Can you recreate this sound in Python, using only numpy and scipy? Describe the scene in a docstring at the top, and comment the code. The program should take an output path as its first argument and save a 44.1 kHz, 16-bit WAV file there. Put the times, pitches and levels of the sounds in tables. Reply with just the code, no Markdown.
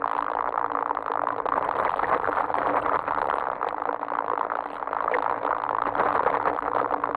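"""An asphalt track with two bends, heard from a camera beside the front wheel of a fast soapbox cart. The
camera mount chatters about 55 times a second, strong and weak in turn; each knock rings the case. In the bends
it shakes faster, loose parts clatter, the tyres skid, the frame drones, wind buffets the microphone and the
rolling noise briefly drops out. A limiter flattens the jolts; the treble falls away steeply above about 4.6
kHz."""
import sys
import numpy as np
from scipy import signal
from scipy.fft import rfft, irfft
from scipy.io import wavfile
from scipy.ndimage import uniform_filter1d, minimum_filter1d

SR = 44100
rng = np.random.default_rng(int(sys.argv[2]) if len(sys.argv) > 2 else 0)


def generate_wav(signal):
    """Clip the signal to [-1, 1] and save it as 16-bit WAV at the path in sys.argv[1]."""
    frames = np.transpose(np.atleast_2d(signal))
    scaled = np.clip(frames, -1, 1) * 32767
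    pcm = np.round(scaled).astype(np.int16)
    wavfile.write(sys.argv[1], SR, pcm)


N = 315756
TIME = np.arange(N) / SR
KNOCK_SAMPLES = 1024

# mount shake, faster in the bends (time [s], rate [Hz])
SHAKE = [(0, 59.7), (.55, 58), (1.15, 53), (1.65, 56), (1.85, 88), (2.9, 86), (3.1, 73), (3.4, 72),
         (3.55, 60), (3.85, 56), (4.6, 56), (4.75, 80), (4.9, 54), (5.85, 56), (6.05, 85), (6.5, 70),
         (6.65, 56)]
# hardest knocks of the mount (time [s], level [dB], ring [Hz], thump re ring [dB])
JOLTS = [(0.02, -23, 1050, -12), (0.041, -16, 1010, -20.5), (0.058, -20.5, 845, -13.5),
         (0.077, -21, 1025, -21), (0.113, -19.5, 1010, -22), (0.15, -21.5, 970, -8),
         (0.179, -24, 1020, -11), (0.188, -15.5, 1040, -21), (0.224, -19.5, 1090, -24),
         (0.264, -22.5, 1060, -14), (0.316, -21.5, 810, -15), (0.351, -21.5, 776, -4),
         (0.369, -20.0, 940, -7.5), (0.407, -17, 1070, -25), (0.442, -21.5, 900, -21),
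         (0.49, -22, 720, -11), (0.541, -21.5, 970, -7.5), (0.576, -13, 1020, -22),
         (0.612, -19.5, 1070, -22), (0.643, -15.5, 1030, -11), (0.717, -21, 855, -11),
         (0.751, -17, 1070, -30), (0.808, -24, 970, -4), (0.825, -14, 930, -15), (0.859, -19, 1080, -21),
         (0.894, -22.5, 1070, -24), (0.909, -12, 850, -7), (0.97, -19, 1190, -11),
         (1.061, -23.5, 1100, -6.5), (1.08, -21.5, 1124, -21), (1.117, -19.5, 1120, -14),
         (1.137, -22, 940, -15), (1.155, -19.5, 920, -23), (1.173, -21, 1120, -7.5),
         (1.193, -20, 1140, -13), (1.217, -20, 900, -15), (1.236, -18.5, 760, -20),
         (1.27, -16.5, 1054, -12), (1.286, -21, 880, -16), (1.304, -20.5, 1210, -9),
         (1.401, -19, 880, -2.5), (1.456, -19, 870, 2), (1.463, -20.5, 826, -14), (1.487, -19, 920, -23),
         (1.52, -16, 1080, -29), (1.538, -19, 1180, -8), (1.577, -15.5, 880, -18), (1.625, -21.5, 920, -7),
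         (1.648, -24.5, 1000, -14), (1.689, -17.5, 840, -23), (1.711, -18, 1080, -22),
         (1.788, -22.5, 1120, -14), (1.799, -16, 1070, -6), (1.849, -18.5, 1130, -22),
         (1.893, -16, 1020, -22), (1.939, -16.5, 995, -29), (1.993, -17.5, 1100, -25),
         (2.031, -15.5, 865, -11.5), (2.113, -18, 930, -18.5), (2.145, -16, 1190, -25),
         (2.162, -20.5, 790, 6), (2.198, -22, 865, -4), (2.232, -23, 815, -4), (2.243, -23.5, 1600, -20),
         (2.254, -23, 1300, -14), (2.274, -16.5, 1220, -7), (2.328, -19.5, 1220, -30),
         (2.384, -18, 1150, -19), (2.406, -17.5, 980, -15), (2.441, -20.5, 1040, -19),
         (2.502, -19.5, 737, -3), (2.541, -15, 974, -32), (2.553, -20.5, 940, -27), (2.63, -20.5, 1120, -9),
         (2.661, -20.5, 1027, -14), (2.67, -17.5, 704, -17), (2.769, -17.5, 880, -15),
         (2.861, -18, 1020, -11), (2.894, -14, 1200, -24), (2.932, -19, 1040, -10), (2.942, -15, 910, -5.5),
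         (2.957, -19.5, 1090, -11), (2.968, -23, 1090, -12), (2.991, -20, 1000, -7),
         (3.078, -20, 1086, -9.5), (3.108, -18.5, 920, -23), (3.121, -20, 940, -22),
         (3.174, -20.5, 950, -7), (3.184, -21.5, 1012, -18), (3.216, -18.5, 1080, -21),
         (3.227, -20.5, 955, -2.5), (3.255, -23, 950, -33), (3.286, -21, 770, -6), (3.299, -18, 1060, -21),
         (3.311, -18, 1320, -10), (3.327, -21, 1190, -12), (3.339, -21, 983, -1.5),
         (3.383, -19.5, 890, -26), (3.423, -23, 920, -3), (3.469, -20.5, 1045, -15), (3.5, -20.5, 980, -28),
         (3.613, -23.5, 1010, -10), (3.628, -19, 1090, -9), (3.645, -21, 890, -12), (3.668, -20.5, 750, 0),
         (3.726, -24.5, 770, -9), (3.744, -23, 858.3, -15), (3.819, -20, 988.7, -29),
         (3.89, -17.5, 1060, -6), (3.928, -22.5, 850, -23), (3.944, -21, 797, -13), (4.03, -21, 890, -21),
         (4.119, -21.5, 861, 0.5), (4.152, -20.5, 1130, -25), (4.187, -14, 1087, -27),
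         (4.205, -22, 1009, -6), (4.299, -19, 940, -20), (4.315, -20, 958, -3.5), (4.334, -15, 840, -5.5),
         (4.376, -19, 992, -24), (4.41, -15, 1000, -31), (4.449, -21.5, 851, -7), (4.518, -19.5, 1080, -19),
         (4.553, -20.5, 1041, -11), (4.588, -20, 866, -25), (4.826, -21.5, 965, -8),
         (4.873, -22.5, 953.4, -6), (4.93, -19.0, 1030, -11), (4.966, -18, 967.6, -16),
         (5.005, -19, 1100, -15), (5.078, -13.5, 1090, -19), (5.185, -17.5, 1030, -23),
         (5.223, -21, 1090, -26), (5.261, -14.5, 1010, -20), (5.296, -18.5, 1060, -28),
         (5.324, -20, 920, -19), (5.449, -19.5, 1040, -4), (5.464, -20, 950, -12),
         (5.476, -20.5, 1090, -13), (5.507, -16.5, 1030, -30), (5.515, -22, 1010, -18),
         (5.528, -18, 1050, -8.5), (5.565, -22.5, 960, -19), (5.637, -19.5, 940, -15),
         (5.664, -22, 930, -14), (5.691, -15.5, 1080, -21), (5.709, -11, 788, -24), (5.748, -16, 968, -15),
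         (5.784, -16.5, 1070, -17), (5.819, -16.5, 1090, -13), (5.855, -20.5, 1090, -16),
         (5.952, -19.5, 1034, -9.5), (5.996, -15, 974, -6), (6.034, -18, 930, -4), (6.086, -14, 970, -26),
         (6.105, -19, 1120, -21), (6.15, -18, 921.6, -7), (6.193, -10, 1030, -26),
         (6.204, -20.5, 1020, 1.5), (6.232, -21.5, 1000, -1), (6.262, -11.5, 1000, -6),
         (6.275, -10, 940, -18), (6.341, -14.5, 934, -24.5), (6.399, -21.5, 988, -3),
         (6.455, -18.5, 1080, -9), (6.563, -23.5, 850, -14), (6.588, -19.5, 1128, -28),
         (6.679, -19.5, 1080, -7), (6.733, -22, 945, -16), (6.748, -20.5, 1020, 2), (6.762, -14, 901, -13),
         (6.768, -17, 790, -9), (6.799, -17, 1080, -16), (6.844, -20.5, 1010, -16), (6.859, -20.5, 940, -4),
         (6.908, -20.5, 875, -15), (6.938, -18, 869, -5), (6.943, -19, 944, -13), (7.037, -13.5, 1070, -21),
         (7.147, -18.5, 1010, -13.5)]
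# dry contact spectrum (frequency [Hz], level [dB])
TICK_SPECTRUM = [(300, -9), (1200, -5), (2000, 4), (2600, 3.5), (3300, 1), (4000, -3), (8000, -15.5),
                 (15000, -24.5)]


def mount(tap_s, shake_count, tap_hz=880, alternation_db=0.66, miss_db=9, miss_share=.08):
    """Mount hitting its seat: hard jolts, taps between; faster taps are lighter and more uneven."""
    # tap strength (time [s], level [dB])
    chatter = [(0.0, -24.5), (0.83, -25), (1.03, -27), (2.16, -28), (2.21, -27), (2.4, -24.5),
               (2.48, -32.5), (2.93, -30.5), (3.01, -29), (3.12, -26), (3.58, -26), (3.92, -28.5),
               (4.0, -33.5), (4.16, -25), (4.56, -24.5), (4.69, -35.5), (4.8, -32.5), (4.96, -27),
               (5.31, -23), (5.39, -34), (5.49, -22.5), (5.6, -26.5), (5.71, -24.5), (5.89, -26.5),
               (6.0, -25), (6.51, -26.5), (6.64, -29), (6.72, -25.5), (7.15, -26)]
    # wheel briefly runs smoothly (centre [s], length [s], change [dB])
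    lulls = [(.51, 0.032, -7), (.68, 0.043, -8.5), (.935, 0.025, -13), (1.01, 0.027, -4.5),
             (1.425, 0.075, -14.5), (1.67, 0.03, -6), (2.47, 0.051, -6.5), (3.03, .07, -5.5),
             (3.58, 0.078, -12.5), (3.763, 0.04, -16), (3.98, 0.027, -14), (4.484, .025, -13),
             (4.245, 0.057, -6), (4.85, 0.037, -5.5), (5.39, 0.057, -7.5), (5.925, 0.065, -10.5),
             (6.245, 0.026, -6), (6.385, 0.045, -4.5), (6.89, 0.046, -5.5), (6.99, 0.027, -14)]
    jolt_s, strength_db, ring_hz, thump_db = np.transpose(JOLTS)
    jolt_db = strength_db - 0.4
    jolts = knocks(jolt_s, jolt_db, ring_hz, thump_db, width_hz=573, bounce=1.0, bounce_s=.00176)

    level_draw, pitch_draw, thump_draw = rng.standard_normal((3, len(tap_s)))
    faster_oct = np.log2(shake_ratio(tap_s))
    uneven_db = (1.5 + 0.5 * faster_oct) * level_draw - miss_db * (rng.random(len(tap_s)) < miss_share)
    last_before_jolt = np.r_[np.diff(shake_count) < 1, False]
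    pattern_db = alternation_db * (-1) ** shake_count - 1.0 * last_before_jolt
    lull_db = swells(lulls)
    tap_db = at(chatter, tap_s) + 2 + np.interp(tap_s, TIME, lull_db)
    tap_db += pattern_db + uneven_db - 3 * faster_oct
    tap_args = tap_s, tap_db, tap_hz * np.exp(.18 * pitch_draw), -15 + 7 * np.minimum(thump_draw, 1)
    taps = knocks(*tap_args, width_hz=780, bounce=0.9, bounce_s=.001968) + double_knocks(*tap_args)
    return jolts + taps + contacts(np.r_[jolt_s, tap_s], np.r_[jolt_db, tap_db], lull_db)


def chatter_times(jolt_s, jitter=.06):
    """One tap per shake between jolts, looser when fast. Returns times and shakes since the jolt."""
    shakes = np.cumsum(at(SHAKE)) / SR
    edges = np.r_[0, np.interp(jolt_s, TIME, shakes), shakes[-1]]
    runs = [np.linspace(a, b, max(round(b - a), 1) + 1)[1:-1] for a, b in zip(edges, edges[1:])]
    tap_s = np.interp(np.concatenate(runs), shakes, TIME)
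    shake_count = np.concatenate([1 + np.arange(len(run)) for run in runs])
    rate_hz = at(SHAKE, tap_s)
    jitter_s = jitter * (rate_hz / np.mean(rate_hz)) ** 4 / rate_hz
    return tap_s + jitter_s * rng.standard_normal(len(tap_s)), shake_count


def knocks(times_s, level_db, ring_hz, thump_db, width_hz, bounce, bounce_s):
    """Each knock lands and bounces twice within a few ms, exciting a case ring and a lower thump."""
    # camera case spectrum (frequency [Hz], level [dB])
    case_spectrum = [(40, -22.5), (150, 8), (300, 0), (500, 7), (800, 3), (1300, 2), (1600, -3.5),
                     (2000, -4.5), (2500, -15.5), (3200, -23), (4400, -33.5), (8000, -52)]
    size = KNOCK_SAMPLES
    gap1, gap2, bounce1, bounce2, polarity = rng.random((5, len(times_s), 1))
    bins_hz = np.fft.rfftfreq(size, 1 / SR)
    first_s = bounce_s * (0.46 + gap1)
    second_s = first_s + bounce_s * (0.31 + gap2)
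    force = 1 + bounce * (2 * bounce1 - 1) * np.exp(-2j * np.pi * bins_hz * first_s)
    force += bounce * (bounce2 - .5) * np.exp(-2j * np.pi * bins_hz * second_s)
    build_up = 1 - 2 * resonance(ring_hz[:, None], 2200, size)  # all-pass: delays the ring
    ring = resonance(ring_hz[:, None], width_hz, size) ** 2 * build_up
    thump = undb(thump_db)[:, None] * resonance(520, 330, size) ** 2
    sounds = irfft(np.sign(polarity - .5) * force * (ring - thump) * response(case_spectrum, size))
    rms = np.sqrt(np.sum(sounds ** 2, axis=1) / (.006 * SR))  # energy spread over 6 ms
    return place(times_s, sounds * (undb(level_db) / rms)[:, None])


def double_knocks(times_s, level_db, ring_hz, thump_db, share=.13, mean_lag_s=.005):
    """Some taps double: a softer, lower knock follows."""
    twice = rng.random(len(times_s)) < share
    later_s = times_s + mean_lag_s * (.5 + rng.random(len(times_s)))
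    return knocks(later_s[twice], level_db[twice] - 3, .9 * ring_hz[twice], thump_db[twice],
                  width_hz=1000, bounce=0.9, bounce_s=.002)


def contacts(knock_s, knock_db, lull_db, lag_s=.0004):
    """Dry tick and sharp snap as the mount meets its seat."""
    # snap spectrum (frequency [Hz], level [dB])
    snap_spectrum = [(1500, -28.5), (3000, -9), (4500, -3.5), (8000, -1), (12000, -2.5), (15000, -4)]
    # treble of the knocks (time [s], level [dB])
    treble = [(0.0, -88.5), (0.16, -71.5), (0.42, -92.5), (1.38, -82), (1.84, -72.5), (2.37, -75.5),
              (3.13, -78), (3.36, -74.5), (3.57, -94), (3.65, -81), (4.0, -85.5), (4.48, -89.5),
              (4.75, -73), (4.88, -94.5), (5.22, -79), (5.89, -83.5), (6.03, -72), (6.46, -80),
              (6.56, -71.5), (6.69, -83), (6.8, -74.5), (6.91, -94), (7.15, -74)]
    # glancing hits, thin and bright (centre [s], length [s], tick rise [dB])
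    glances = [(3.69, 0.034, 13), (4.745, 0.15, 10), (6.78, 0.072, 2)]
    times_s = knock_s + lag_s
    tick = ticks(times_s, knock_db, TICK_SPECTRUM, crunch=.25, crunch_s=.002, follow=.76, scatter_db=7)
    snap = ticks(times_s, knock_db, snap_spectrum, crunch=.13, crunch_s=.00054, follow=.1, scatter_db=16)
    treble_db = at(treble)
    tick_db = -53 + lull_db / 2 + swells(glances) + .3 * (treble_db - np.mean(treble_db))
    return undb(tick_db) * tick + undb(treble_db + 14) * snap


def ticks(times_s, knock_db, spectrum, crunch, crunch_s, follow, scatter_db):
    """Impulses with a decaying crunch, partly following knock level; rms 1."""
    noise = 2 * rng.random((len(times_s), KNOCK_SAMPLES)) - 1
    contact = 2 * crunch * noise * np.exp(-np.arange(KNOCK_SAMPLES) / SR / crunch_s)
    contact[:, 0] = 1
    level_db = follow * knock_db + scatter_db * noise[:, 0]
    return colour(place(times_s, contact * undb(level_db)[:, None]), spectrum)


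def tyres(roar_db, scrub_onset_db=-39, crunch_s=.001):
    """Rubber on coarse asphalt: fine grit roars; scrubbing adds judder and louder stone clacks."""
    # tyre roar spectrum (frequency [Hz], level [dB])
    roar_spectrum = [(60, -32.5), (200, -11.5), (350, -7.5), (500, 0.5), (750, 2.5), (1050, 4), (1400, -5),
                     (2000, -11.5), (2500, -24.5), (3200, -51), (4400, -55.5), (8000, -61)]
    road = grit(rate_hz=520, spread_db=-1.0) + undb(-3) * rng.standard_normal(N)
    rolling = colour(road, roar_spectrum) + undb(-40) * colour(road, TICK_SPECTRUM)
    stones = grit(rate_hz=120, spread_db=2.2)
    crunch_envelope = signal.lfilter([1], [1, -np.exp(-1 / (crunch_s * SR))], np.abs(stones))
    crunch = crunch_envelope * rng.standard_normal(N)
    clacks = undb(-4) * colour(stones, roar_spectrum) + undb(-31) * colour(crunch, TICK_SPECTRUM)
    scrub = (2.06 + np.tanh((roar_db - scrub_onset_db) / 2)) / 2
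    judder_db = (1.3 + 2.4 * scrub) * np.minimum(wander(120), 1.2)
    return (rolling + scrub * clacks) * undb(roar_db + judder_db - 2 * scrub)


def grit(rate_hz, spread_db):
    """Random impacts at rms 1; a few are larger (spread > 0) or smaller (spread < 0)."""
    hit, sign, size = rng.random((3, N))
    size_db = -spread_db * np.log(np.maximum(size, .06))
    return unit((hit < rate_hz / SR) * np.sign(sign - .5) * undb(size_db))


def pre_knock_dips_db(knock_s, dip_db=-7, dip_db_per_oct=-12, lead_s=.006):
    """The rolling noise dips briefly just before each knock, deeper at higher shake rates."""
    dipping = np.zeros(N)
    for s in knock_s:
        dipping[int(max(s - lead_s, 0) * SR):int(max(s, 0) * SR)] = 1
    return (dip_db + dip_db_per_oct * np.log2(shake_ratio())) * uniform_filter1d(dipping, size=96)


def clatter(load_db, loose_db=-37, centre_hz=950, scatter_db=4, count=400):
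    """Loose chassis parts knock at random pitches, loud under high load and fast shake."""
    times_s = rng.random(count) * TIME[-1]
    level_draw, pitch_draw = rng.standard_normal((2, count))
    drive_db = np.interp(times_s, TIME, load_db)
    shaken = np.clip(shake_ratio(times_s) - 1, .01, .3) / .3
    level_db = drive_db + 4.5 + np.minimum(drive_db - loose_db, 0)
    level_db += 20 * np.log10(shaken) + scatter_db * level_draw
    return knocks(times_s, level_db, centre_hz * np.exp(.3 * pitch_draw), thump_db=np.full(count, -10),
                  width_hz=500, bounce=0.58, bounce_s=.0014)


def frame(drift=.007):
    """Road-driven frame modes waver as it flexes; the lowest swells most."""
    # frame modes (frequency [Hz], nominal width [Hz], gain [dB])
    modes = [(111.1, 5.3, -12.5), (289.3, 11, 1.5), (478.6, 28, 3)]
    # frame drone (time [s], level [dB])
    drone = [(0.0, -47.5), (0.53, -46.5), (0.8, -44.5), (1.04, -48.5), (1.31, -43.5), (2.48, -44.5),
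             (2.77, -38), (3.09, -47.5), (4.03, -47.5), (4.32, -45.5), (4.78, -52.5), (5.47, -42.5),
             (5.57, -49), (6.05, -40.5), (6.22, -43.5), (6.48, -37.5), (6.74, -41.5), (7.15, -44)]
    drone_db = at(drone)
    swell_db = 0.5 * (drone_db - np.mean(drone_db))
    lowest_hz = modes[0][0]
    flexed_samples = np.cumsum(1 + drift * wander(6))
    out = np.zeros(N)
    for hz, width_hz, gain_db in modes:
        hum = np.interp(flexed_samples, np.arange(N), ringing_noise(hz, 2 * width_hz), period=N)
        out += undb(drone_db + gain_db - 1 + swell_db * (lowest_hz / hz) ** 2) * hum
    return out


def scrapes(relative_width=0.17):
    """Chassis parts rub briefly and rasp around one pitch."""
    # rubs (start [s], length [s], level [dB], pitch [Hz])
    rubs = [(1.314, 0.025, -26, 1000), (1.57, 0.014, -44, 2100), (2.76, 0.017, -36.5, 2140),
            (2.82, 0.0083, -38, 2630), (3.072, 0.015, -45, 2430), (5.11, 0.018, -38, 2300),
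            (5.113, 0.07, -28, 490), (5.136, 0.017, -23, 1850), (5.85, 0.031, -50.5, 2630),
            (6.136, 0.05, -29.5, 467), (6.264, 0.0081, -22, 520), (6.461, 0.05, -40.5, 1920)]
    out = np.zeros(N)
    for start_s, length_s, level_db, hz in rubs:
        arch = np.sin(np.pi * np.clip((TIME - start_s) / length_s, 0, 1))
        out += undb(level_db) * np.sqrt(np.abs(arch)) * ringing_noise(hz, relative_width * hz)
    return out


def pings(decay_s=.0022):
    """Thin, high ticks of loose metal on metal."""
    # strikes (time [s], level [dB])
    strikes = [(1.025, -50), (1.218, -50), (1.578, -41), (1.647, -45), (1.79, -46), (1.963, -46),
               (2.094, -46), (2.568, -43), (2.767, -46), (2.816, -48), (3.354, -43), (4.725, -49),
               (4.757, -56), (6.533, -54)]
    envelope = sum(undb(db) * (TIME > s) * np.exp(-np.abs(TIME - s) / decay_s) for s, db in strikes)
    return envelope * ringing_noise(hz=8600, width_hz=1700)


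def wind(flutter_db=1, boom_db=-59):
    """Low buffeting on the microphone over a steadier deep boom."""
    # buffeting spectrum (frequency [Hz], level [dB])
    spectrum = [(15, -63.5), (26, -45), (34, -19.5), (44, -8.5), (58, -7), (90, -6), (200, -8.5),
                (400, -25), (1000, -33.5), (3000, -57.5)]
    # gusts (time [s], level [dB])
    gusts = [(0.0, -59), (1.09, -66), (1.84, -48), (2.73, -52.5), (3.17, -47.5), (4.24, -75), (4.74, -65),
             (5.05, -64.5), (5.8, -61.5), (6.05, -47.5), (6.6, -57), (7.15, -61.5)]
    gust_db = at(gusts)
    boom = ringing_noise(hz=45, width_hz=18) * undb(boom_db + 0.41 * (gust_db - np.mean(gust_db)))
    buffeting = colour(rng.standard_normal(N), spectrum) * undb(gust_db - 1 + flutter_db * wander(25))
    return buffeting + boom


def undb(db):
    """Decibels to gain."""
    return 10 ** (np.asarray(db) / 20)


def unit(x):
    """Scale to rms 1."""
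    return x / np.sqrt(np.mean(x ** 2))


def at(table, times_s=TIME):
    """Interpolate a (time [s], value) curve."""
    return np.interp(times_s, *np.transpose(table))


def shake_ratio(times_s=TIME):
    """Shake rate over its starting value."""
    return at(SHAKE, times_s) / SHAKE[0][1]


def swells(table):
    """Sum of cosine arches in dB from (centre [s], length [s], change [dB]) rows."""
    return sum(db * np.cos(np.pi * np.clip((TIME - s) / length_s, -.5, .5)) for s, length_s, db in table)


def wander(rate_hz):
    """Random steps, smoothed twice; spread near 1."""
    hold = int(SR / rate_hz)
    steps = np.repeat(rng.standard_normal(N // hold + 1), hold)
    return 1.65 * uniform_filter1d(uniform_filter1d(steps, hold), hold)[:N]


def response(points, size):
    """Minimum-phase response through (frequency [Hz], level [dB]) points."""
    hz, db = np.transpose(points)
    bins_hz = np.maximum(np.fft.rfftfreq(size, 1 / SR), 1)
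    gain = undb(np.interp(np.log(bins_hz), np.log(hz), db))
    cepstrum = irfft(np.log(gain), size)
    cepstrum[1:size // 2] *= 2
    cepstrum[size // 2 + 1:] = 0
    return np.exp(rfft(cepstrum))


def colour(x, spectrum):
    """Filter by a spectrum; rms 1."""
    return unit(irfft(rfft(x) * response(spectrum, N), N))


def resonance(hz, width_hz, size):
    """Frequency response of one damped mode."""
    s = 1j * np.fft.rfftfreq(size, 1 / SR)
    return s * width_hz / (s ** 2 + s * width_hz + hz ** 2)


def ringing_noise(hz, width_hz):
    """Noise passed twice through a resonance; rms 1."""
    return unit(irfft(rfft(rng.standard_normal(N)) * resonance(hz, width_hz, N) ** 2, N))


def place(times_s, sounds):
    """Add knock-length sounds at their start times."""
    out = np.zeros(N + KNOCK_SAMPLES)
    for start, sound in zip(np.clip(times_s * SR, 0, N - 1).astype(int), sounds):
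        out[start:start + KNOCK_SAMPLES] += sound
    return out[:N]


def scene():
    """Mount, tyres, chassis, frame and wind, close to the microphone; mono."""
    # tyre roar under load, high in the bends (time [s], level [dB])
    load = [(0, -40), (.65, -40.5), (1.15, -41.5), (1.55, -34), (2.0, -35.5), (2.5, -35), (2.62, -31.5),
            (2.9, -36.5), (3.05, -36), (3.35, -35), (3.6, -38.5), (4.05, -39.5), (4.25, -38.5), (4.55, -38),
            (4.75, -37.5), (4.95, -38), (5.45, -34), (5.56, -38), (5.8, -39), (6.0, -31.5), (6.55, -34),
            (6.9, -38.5), (7.16, -37)]
    # skids (centre [s], length [s], roar rise [dB])
    skids = [(1.578, 0.046, 14), (1.63, 0.063, 5.5), (1.75, 0.17, 2.5), (1.85, 0.097, 7), (2.0, 0.037, 5),
             (2.04, 0.028, 11), (2.122, 0.11, 12.5), (2.39, 0.055, 11), (2.45, 0.027, 6), (2.5, 0.058, 4),
             (2.587, 0.037, 8), (2.65, 0.064, 6.5), (2.7, 0.083, 9), (2.77, 0.068, 11.5), (2.85, 0.078, 5),
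             (2.9, 0.083, 8), (2.945, 0.065, 11.5), (3.08, 0.058, 8.5), (3.665, .03, 11.5),
             (3.88, 0.048, 12), (5.87, 0.038, 12), (6.018, 0.091, 8.5), (6.08, 0.042, 6.5),
             (6.16, 0.053, 8.5), (6.275, 0.034, 4), (6.33, 0.11, 6), (6.48, 0.08, 10), (6.785, 0.061, 10)]
    # brief dropouts: rolling noise cuts out between knocks (centre [s], length [s], change [dB])
    dropouts = [(1.703, 0.013, 1), (1.93, 0.073, -27), (2.21, 0.067, -2.5), (2.54, 0.04, -12),
                (2.997, 0.05, -13.5), (3.13, 0.031, -23), (3.235, 0.035, -23), (3.32, 0.037, -5),
                (3.495, 0.027, -2), (6.249, 0.026, -11), (6.42, 0.026, -0.5), (6.59, 0.073, -16)]
    jolt_s = np.transpose(JOLTS)[0]
    tap_s, shake_count = chatter_times(jolt_s)
    load_db, skid_db = at(load), swells(skids)
    dip_db = pre_knock_dips_db(np.r_[jolt_s, tap_s]) * (skid_db < 1)  # no dips in a skid
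    rolling = tyres(load_db + skid_db + dip_db) + clatter(load_db) * undb(dip_db) + frame()
    mix = mount(tap_s, shake_count) + rolling * undb(swells(dropouts)) + scrapes() + pings() + wind()
    return mix[None]


def limiter(x, ceiling_db=-10.8):
    """Look-ahead limiter: ducks each peak to the ceiling in about a millisecond."""
    needed_gain = np.minimum(1, undb(ceiling_db) / (np.abs(x) + 1e-9))
    held_gain = minimum_filter1d(needed_gain, size=49)
    return x * uniform_filter1d(uniform_filter1d(held_gain, size=29), size=21)


def record(dry):
    """The camera limits the knocks; the treble falls away steeply above about 4.6 kHz, with a faint band near
    8.5 kHz."""
    # treble response (frequency [Hz], gain [dB])
    treble_response = [(4000, -0.5), (4600, -8.5), (5200, -29), (6800, -20), (8500, -8.5), (12000, -13.5),
                       (15000, -38.5)]
    cutoff_hz, fade_s = 15500, .004
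    muffled = irfft(rfft(limiter(dry), 2 * N) * response(treble_response, 2 * N))[:, :N]
    lowpass = signal.ellip(8, .2, 70, cutoff_hz, fs=SR, output="sos")
    fade_out = np.minimum((TIME[-1] - TIME) / fade_s, 1)
    return fade_out * signal.sosfilt(lowpass, muffled)


dry = scene()
out = record(dry)
generate_wav(out)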